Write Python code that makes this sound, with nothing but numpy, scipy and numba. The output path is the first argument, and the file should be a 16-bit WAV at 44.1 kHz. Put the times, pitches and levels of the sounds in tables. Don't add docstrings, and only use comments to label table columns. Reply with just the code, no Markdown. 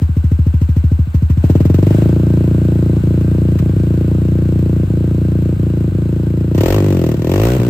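import sys
import numpy as np
from scipy import signal
from scipy.fft import rfft, irfft
from scipy.io import wavfile
from numba import njit

SR = 44100
rng = np.random.default_rng(int(sys.argv[2]) if len(sys.argv) > 2 else 0)


def output_pcm(signal):
    pcm = np.clip(np.atleast_2d(signal).T, -1, 1) * 32767
    wavfile.write(sys.argv[1], SR, np.round(pcm).astype(np.int16))


N = 339129

# time in seconds, firings per second.
SPEED = [(0.0, 13.47), (1.04, 13.24), (1.2, 12.55), (1.39, 14.07), (1.45, 16.6), (1.77, 23.55),
         (2.1, 28.56), (2.59, 28.81), (2.9, 28.32), (3.38, 29.18), (3.87, 28.32), (4.33, 29.55),
         (5.04, 28.61), (5.34, 29.1), (5.91, 28.03), (6.54, 28.62), (6.66, 41.44), (6.77, 54.68),
         (7.1, 38.26), (7.25, 38.8), (7.46, 58.26), (7.56, 65.26), (7.69, 58.53)]
FIRST_FIRING = .26
FAST_IDLE_HZ, TICKOVER_HZ = 28.7, 15
SLIP_AT_S, SLIP_SHARE, SLIP_TAKES_S = (6.8, 7.594), .24, .04
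FIRING_ADVANCE_S = 0.004455

# time in seconds, throttle 0-1, exhaust level in dB, valve gear level in dB.
THROTTLE = [(0, 0.05, -1.5, -47), (1.37, 0.09, -1.6, -47.5), (1.45, 0.47, 2.5, -42),
            (1.75, 0.45, 1.5, -45.5), (1.95, 0.48, 2.5, -36), (2.18, 0.31, 1.5, -41.5),
            (3.5, 0.24, 0.63, -42.5), (6.5, 0.26, -2, -45.5), (6.57, 0.63, 0.5, -48),
            (6.68, 0.97, -0.9, -45), (6.77, 0.77, 0.1, -38), (6.83, 0.62, 0.4, -38), (7.08, 0.66, 0, -49),
            (7.19, 0.58, -6.5, -43), (7.3, 0.75, 0.8, -60), (7.45, 0.89, -1, -32), (7.55, 0.75, -1, -33),
            (7.61, 0.71, -2.7, -39), (7.69, 0.57, -0.5, -39)]
# throttle 0-1, boom in dB, thump in dB, bark in dB, snap in dB,
# gas puff in dB, top of the pulse in Hz, pumping in dB, gulp in dB.
LOAD = [(0, -15, -18, -28.5, -30, -52, 464, -14.5, -37),
        (.3, -18.5, -13.5, -23, -28.5, -49, 569, -19.5, -32),
        (.6, -16, -14.5, -17.5, -26.5, -36, 720, -22.5, -28),
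        (1, -12.5, -22.5, -15.5, -15.5, -22.5, 926, -22.5, -3)]

# lows in dB, highs in dB, puff in dB, lateness in ms.
SCATTER = (.5, .9, 1.6, .06)
# time in seconds, change of lows in dB, of highs in dB, of puff in dB,
# lateness in ms.
MISFIRES = [(.09, -2.5, -15, -5.5, -0.5), (1.065, -6.5, -19, -6, 5), (3.004, -5, -29, -6.5, 1.8),
            (3.592, 0.5, -23, 11.5, 9.5), (3.731, -3.5, -4.5, -13, 4.5), (4.87, -7, -14, -4.5, 6.5),
            (5.563, -5, -28, -10, 3.5), (5.915, -5.5, -5, -11.5, 6), (7.171, 3.5, -32, -1, 7.5),
            (7.584, 7, -31, -7, 8)]
# lows, highs and puff in dB.
STRONG_DB, WEAK_DB = (2, -2, 7), (1.5, -9.5, 4)
# time in seconds, extra puff in dB.
CRACKS = [(1.653, 5), (1.743, 7), (6.579, 3)]

BOOM_HZ, BOOM_WIDTH_HZ = 92.54, 21.8
# centre in Hz, width in Hz.
SILENCER = [(145, 104.4), (320, 133), (500, 338)]
POLARITY = (-1, 1, -1, 1)
HEAT_PER_OCTAVE = 0.12
SILENCER_RISE = 0.018
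BOOM_DB_PER_OCTAVE, PUMPING_DB_PER_OCTAVE = -14, 9
TRIP_MS, SLOW_TRIP_MS, RETURN_DB = 16.99, 1.8, -18
NOTCH_HZ, NOTCH_WIDTH_HZ = 229, 21.6
HOLLOW = [(0, 0), (.3, .95), (.5, .3), (1, 0)]
BAFFLE_MS, BAFFLE_DB, BAFFLE_HZ, BAFFLE_WIDTH_HZ = 6.294, -7, 540, 174
PUMPING_LAG, GULP_LAG = 0.72, 0.42
PUMPING_LAG_PER_OCTAVE = 0.24
THUD_HZ, THUD_WIDTH_HZ, THUD_DB = 52.9, 15.6, 10.5

# frequency in Hz, relative level in dB per Hz.
GEAR = [(450, -4), (700, -0.5), (850, -2.5), (1400, -4.5), (1550, 0.5), (1700, -10.5), (2400, -10),
        (2710, -11), (3000, -13.5), (3750, -14.5), (3980, -11), (4250, -15), (6000, -24.5), (7400, -16),
        (8400, -16.5), (9900, -23), (10900, -64.5), (12300, -23.5), (14500, -17.5), (15600, -26.5),
        (16200, -42.5)]
# frequency in Hz, relative level in dB per Hz.
GEAR_SIDE = [(410, -32), (700, 1), (1040, -3.5), (1540, 4.5), (2170, -13.5), (2750, 0), (4410, -38.5),
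             (7360, -15), (8620, -25.5), (11400, -11), (16200, -29)]
TAPPETS = [(.45, .4), (.82, .6)]
# frequency in Hz, relative level in dB per Hz.
GAS = [(530, -58.5), (900, -5), (1510, -12.5), (1630, -17.5), (1860, -9.5), (2150, -14.5), (2740, -13.5),
       (3450, -21.5), (8430, -24), (10600, -42.5), (14500, -16.5), (16200, -41.5)]
# frequency in Hz, relative level in dB per Hz.
GAS_SIDE = [(530, -36), (900, 3), (1250, -0.5), (2100, -3.5), (2810, -2.5), (4340, -8.5), (4780, -10.5),
            (7290, -10), (8430, -26.5), (11400, -7.5), (16200, -40.5)]
PUFF_SHARE, PUFF_RISE, STREAM = 0.25, 0.068, 0.075

SHOP_T60_S, SHOP_DB = .5, -14
# frequency in Hz, left minus right in dB.
LEAN = [(60, .4), (125, .6), (250, 1), (500, 2.2), (1400, 1.5), (2800, 3), (5500, 4.5), (9000, .4),
        (16000, .2)]
BASS_CUT_HZ, TOP_HZ = 56, 15800
SMEAR_HZ = (103, 142, 300, 308)


def undb(db):
    return 10 ** (np.asarray(db) / 20)


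def level(x, db):
    return x * undb(db) / np.sqrt(np.mean(x ** 2))


def curve(table, x):
    at, *columns = np.transpose(table)
    return [np.interp(x, at, c) for c in columns]


def on_hz(table):
    hz, value = np.transpose(table)
    return np.interp(np.log(np.fft.rfftfreq(N, 1 / SR) + 1), np.log(hz + 1), value)


def coloured(table, x):
    return irfft(rfft(x) * undb(on_hz(table)), N)


@njit
def svf(x, hz, width, low):
    y, b, l = np.empty(len(x)), 0., 0.
    for i in range(len(x)):
        g, k = np.tan(np.pi * hz[i] / SR), width[i] / hz[i]
        v = (b + g * (x[i] - l)) / (1 + g * (g + k))
        y[i] = low * (l + g * v) + (1 - low) * k * v
        b, l = 2 * v - b, l + 2 * g * v
    return y


def resonance(x, hz, width):
    return svf(x, hz + np.zeros(N), width + np.zeros(N), 0.)


def train(times, sizes):
    at = np.round(times * SR).astype(int)
    ok = (at >= 0) & (at < N)
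    return np.bincount(at[ok], sizes[ok], N) + 1e-18


def crank():
    t = np.arange(N) / SR
    slip = sum(np.clip((t - s) / SLIP_TAKES_S + .5, 0, 1) for s in SLIP_AT_S)
    cycles = np.cumsum(curve(SPEED, t)[0]) / SR + 1 - FIRST_FIRING - SLIP_SHARE * slip
    times = np.interp(np.arange(int(cycles[-1]) + 1), cycles, t)
    times[0] = times[1] - 1 / SPEED[0][1]
    change = rng.standard_normal((len(times), 4)) * SCATTER
    missed = [np.argmin(abs(times - s)) for s, *_ in MISFIRES]
    for k in np.flatnonzero(curve(SPEED, times)[0] < TICKOVER_HZ):
        since = k - max([0] + [m for m in missed if m < k])
        change[k, :3] += STRONG_DB if since % 2 else WEAK_DB
    for k, (s, *row) in zip(missed, MISFIRES):
        change[k] = row
    for s, db in CRACKS:
        change[np.argmin(abs(times - s)), 2] += db
    return cycles % 1, times - FIRING_ADVANCE_S + change[:, 3] / 1000, change


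def shop(x):
    t = np.arange(int(.5 * SR)) / SR
    tail = rng.standard_normal((2, len(t))) * undb(-60 * t / SHOP_T60_S) * (t > .006)
    tail = signal.sosfilt(signal.butter(1, 220, "high", fs=SR, output="sos"), tail)
    wet = signal.fftconvolve(x[None], tail, axes=1)[:, :N]
    return wet * undb(SHOP_DB) / np.sqrt(np.mean(np.sum(tail ** 2, axis=1)))


def ports(common, opposite, side_db, envelope):
    mid = level(coloured(common, envelope * rng.standard_normal(N)), 0)
    side = level(coloured(opposite, envelope * rng.standard_normal(N)), 0)
    return mid + undb(side_db) * side * np.array([[1], [-1]])


def valve_gear(phase):
    t = np.arange(N) / SR
    gear_db = curve(THROTTLE, t)[2]
    ticks = 1 + sum(g * np.exp(-((phase - at) % 1) / .08) for at, g in TAPPETS)
    return ports(GEAR, GEAR_SIDE, -1.0, ticks) * undb(gear_db)


def gas_puffs(times, change):
    t = np.arange(N) / SR
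    throttle, level_db, _ = curve(THROTTLE, t)
    opening = times - change[:, 3] / 1000
    last = np.clip(np.searchsorted(opening, t) - 1, 0, None)
    age = np.clip(t - opening[last], 0, None) * curve(SPEED, t)[0]
    puff = undb(change[last, 2]) * np.exp(-age / PUFF_SHARE) * (1 - np.exp(-age / PUFF_RISE))
    return ports(GAS, GAS_SIDE, -1.3, puff + STREAM) * undb(curve(LOAD, throttle)[4] + level_db)


def pumping_and_gulp(phase, pumping_db, gulp_db, above):
    lag = PUMPING_LAG + PUMPING_LAG_PER_OCTAVE * above
    pumping_gain = undb(pumping_db + PUMPING_DB_PER_OCTAVE * above)
    pumping = pumping_gain * np.sin(2 * np.pi * (2 * phase - lag))
    return pumping + undb(gulp_db) * np.sin(2 * np.pi * (phase - GULP_LAG))


def pipe_modes(times, change, throttle, level_db, heat, box, above):
    t = np.arange(N) / SR
    rate = curve(SPEED, times)[0]
    back = times + (TRIP_MS + SLOW_TRIP_MS * (FAST_IDLE_HZ / rate) ** 2) / 1000
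    per_blow = 1 / np.sqrt(rate)
    columns = curve(LOAD, np.interp(times, t, throttle))[:4] + np.interp(times, t, level_db)
    columns[0] += BOOM_DB_PER_OCTAVE * np.interp(times, t, above)
    out = 0
    for k, ((hz, width), db) in enumerate(zip([(BOOM_HZ, BOOM_WIDTH_HZ)] + SILENCER, columns)):
        def ring(size):
            x = train(times, size)
            if k in (1, 2):
                x = x + train(back, size * undb(RETURN_DB))
            for _ in range(2):
                x = resonance(x, hz * (box if k else heat), width)
            return x
        unit = np.sqrt(np.mean(ring(per_blow) ** 2))
        strength = undb(db + change[:, k // 2])
        out = out + POLARITY[k] * ring(per_blow * strength) / unit
    return out


def exhaust(phase, times, change):
    t = np.arange(N) / SR
    throttle, level_db, _ = curve(THROTTLE, t)
    top_hz, pumping_db, gulp_db = curve(LOAD, throttle)[5:]
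    octaves = np.log2(curve(SPEED, t)[0] / FAST_IDLE_HZ)
    above = np.clip(octaves, 0, None)
    heat = 1 + HEAT_PER_OCTAVE * octaves
    box = heat - (HEAT_PER_OCTAVE - SILENCER_RISE) * above
    out = pipe_modes(times, change, throttle, level_db, heat, box, above)
    for damping in (1.93, 1.41, .52):
        out = svf(out, top_hz, damping * top_hz, 0.98)
    depth = np.clip(curve(HOLLOW, throttle)[0], 0, 1)
    out = out - depth * resonance(out, NOTCH_HZ * heat, NOTCH_WIDTH_HZ)
    bounce = resonance(out, BAFFLE_HZ * heat, BAFFLE_WIDTH_HZ)
    out = out + undb(BAFFLE_DB) * np.interp(t - BAFFLE_MS / heat / 1000, t, bounce)
    tones = pumping_and_gulp(phase, pumping_db + level_db, gulp_db + level_db, above)
    thud = undb(THUD_DB) * resonance(out, THUD_HZ, THUD_WIDTH_HZ)
    return out + tones + thud


def scene():
    phase, times, change = crank()
    pipe = exhaust(phase, times, change)
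    early = np.r_[pipe[2:], 0, 0]
    both = np.array([early, pipe]) + shop(pipe) + valve_gear(phase) + gas_puffs(times, change)
    return irfft(rfft(both) * undb(on_hz(LEAN) * np.array([[.5], [-.5]])), N)


def record(dry):
    x = signal.sosfilt(signal.butter(4, BASS_CUT_HZ, "high", fs=SR, output="sos"), dry)
    for hz in SMEAR_HZ:
        pole = np.exp(-2 * np.pi * hz / SR)
        x = signal.lfilter([pole, -1], [1, -pole], x)
    x = np.tanh(.85 * x) / .85
    return signal.sosfilt(signal.ellip(8, .2, 70, TOP_HZ, fs=SR, output="sos"), x)


dry = scene()
out = record(dry)
output_pcm(out)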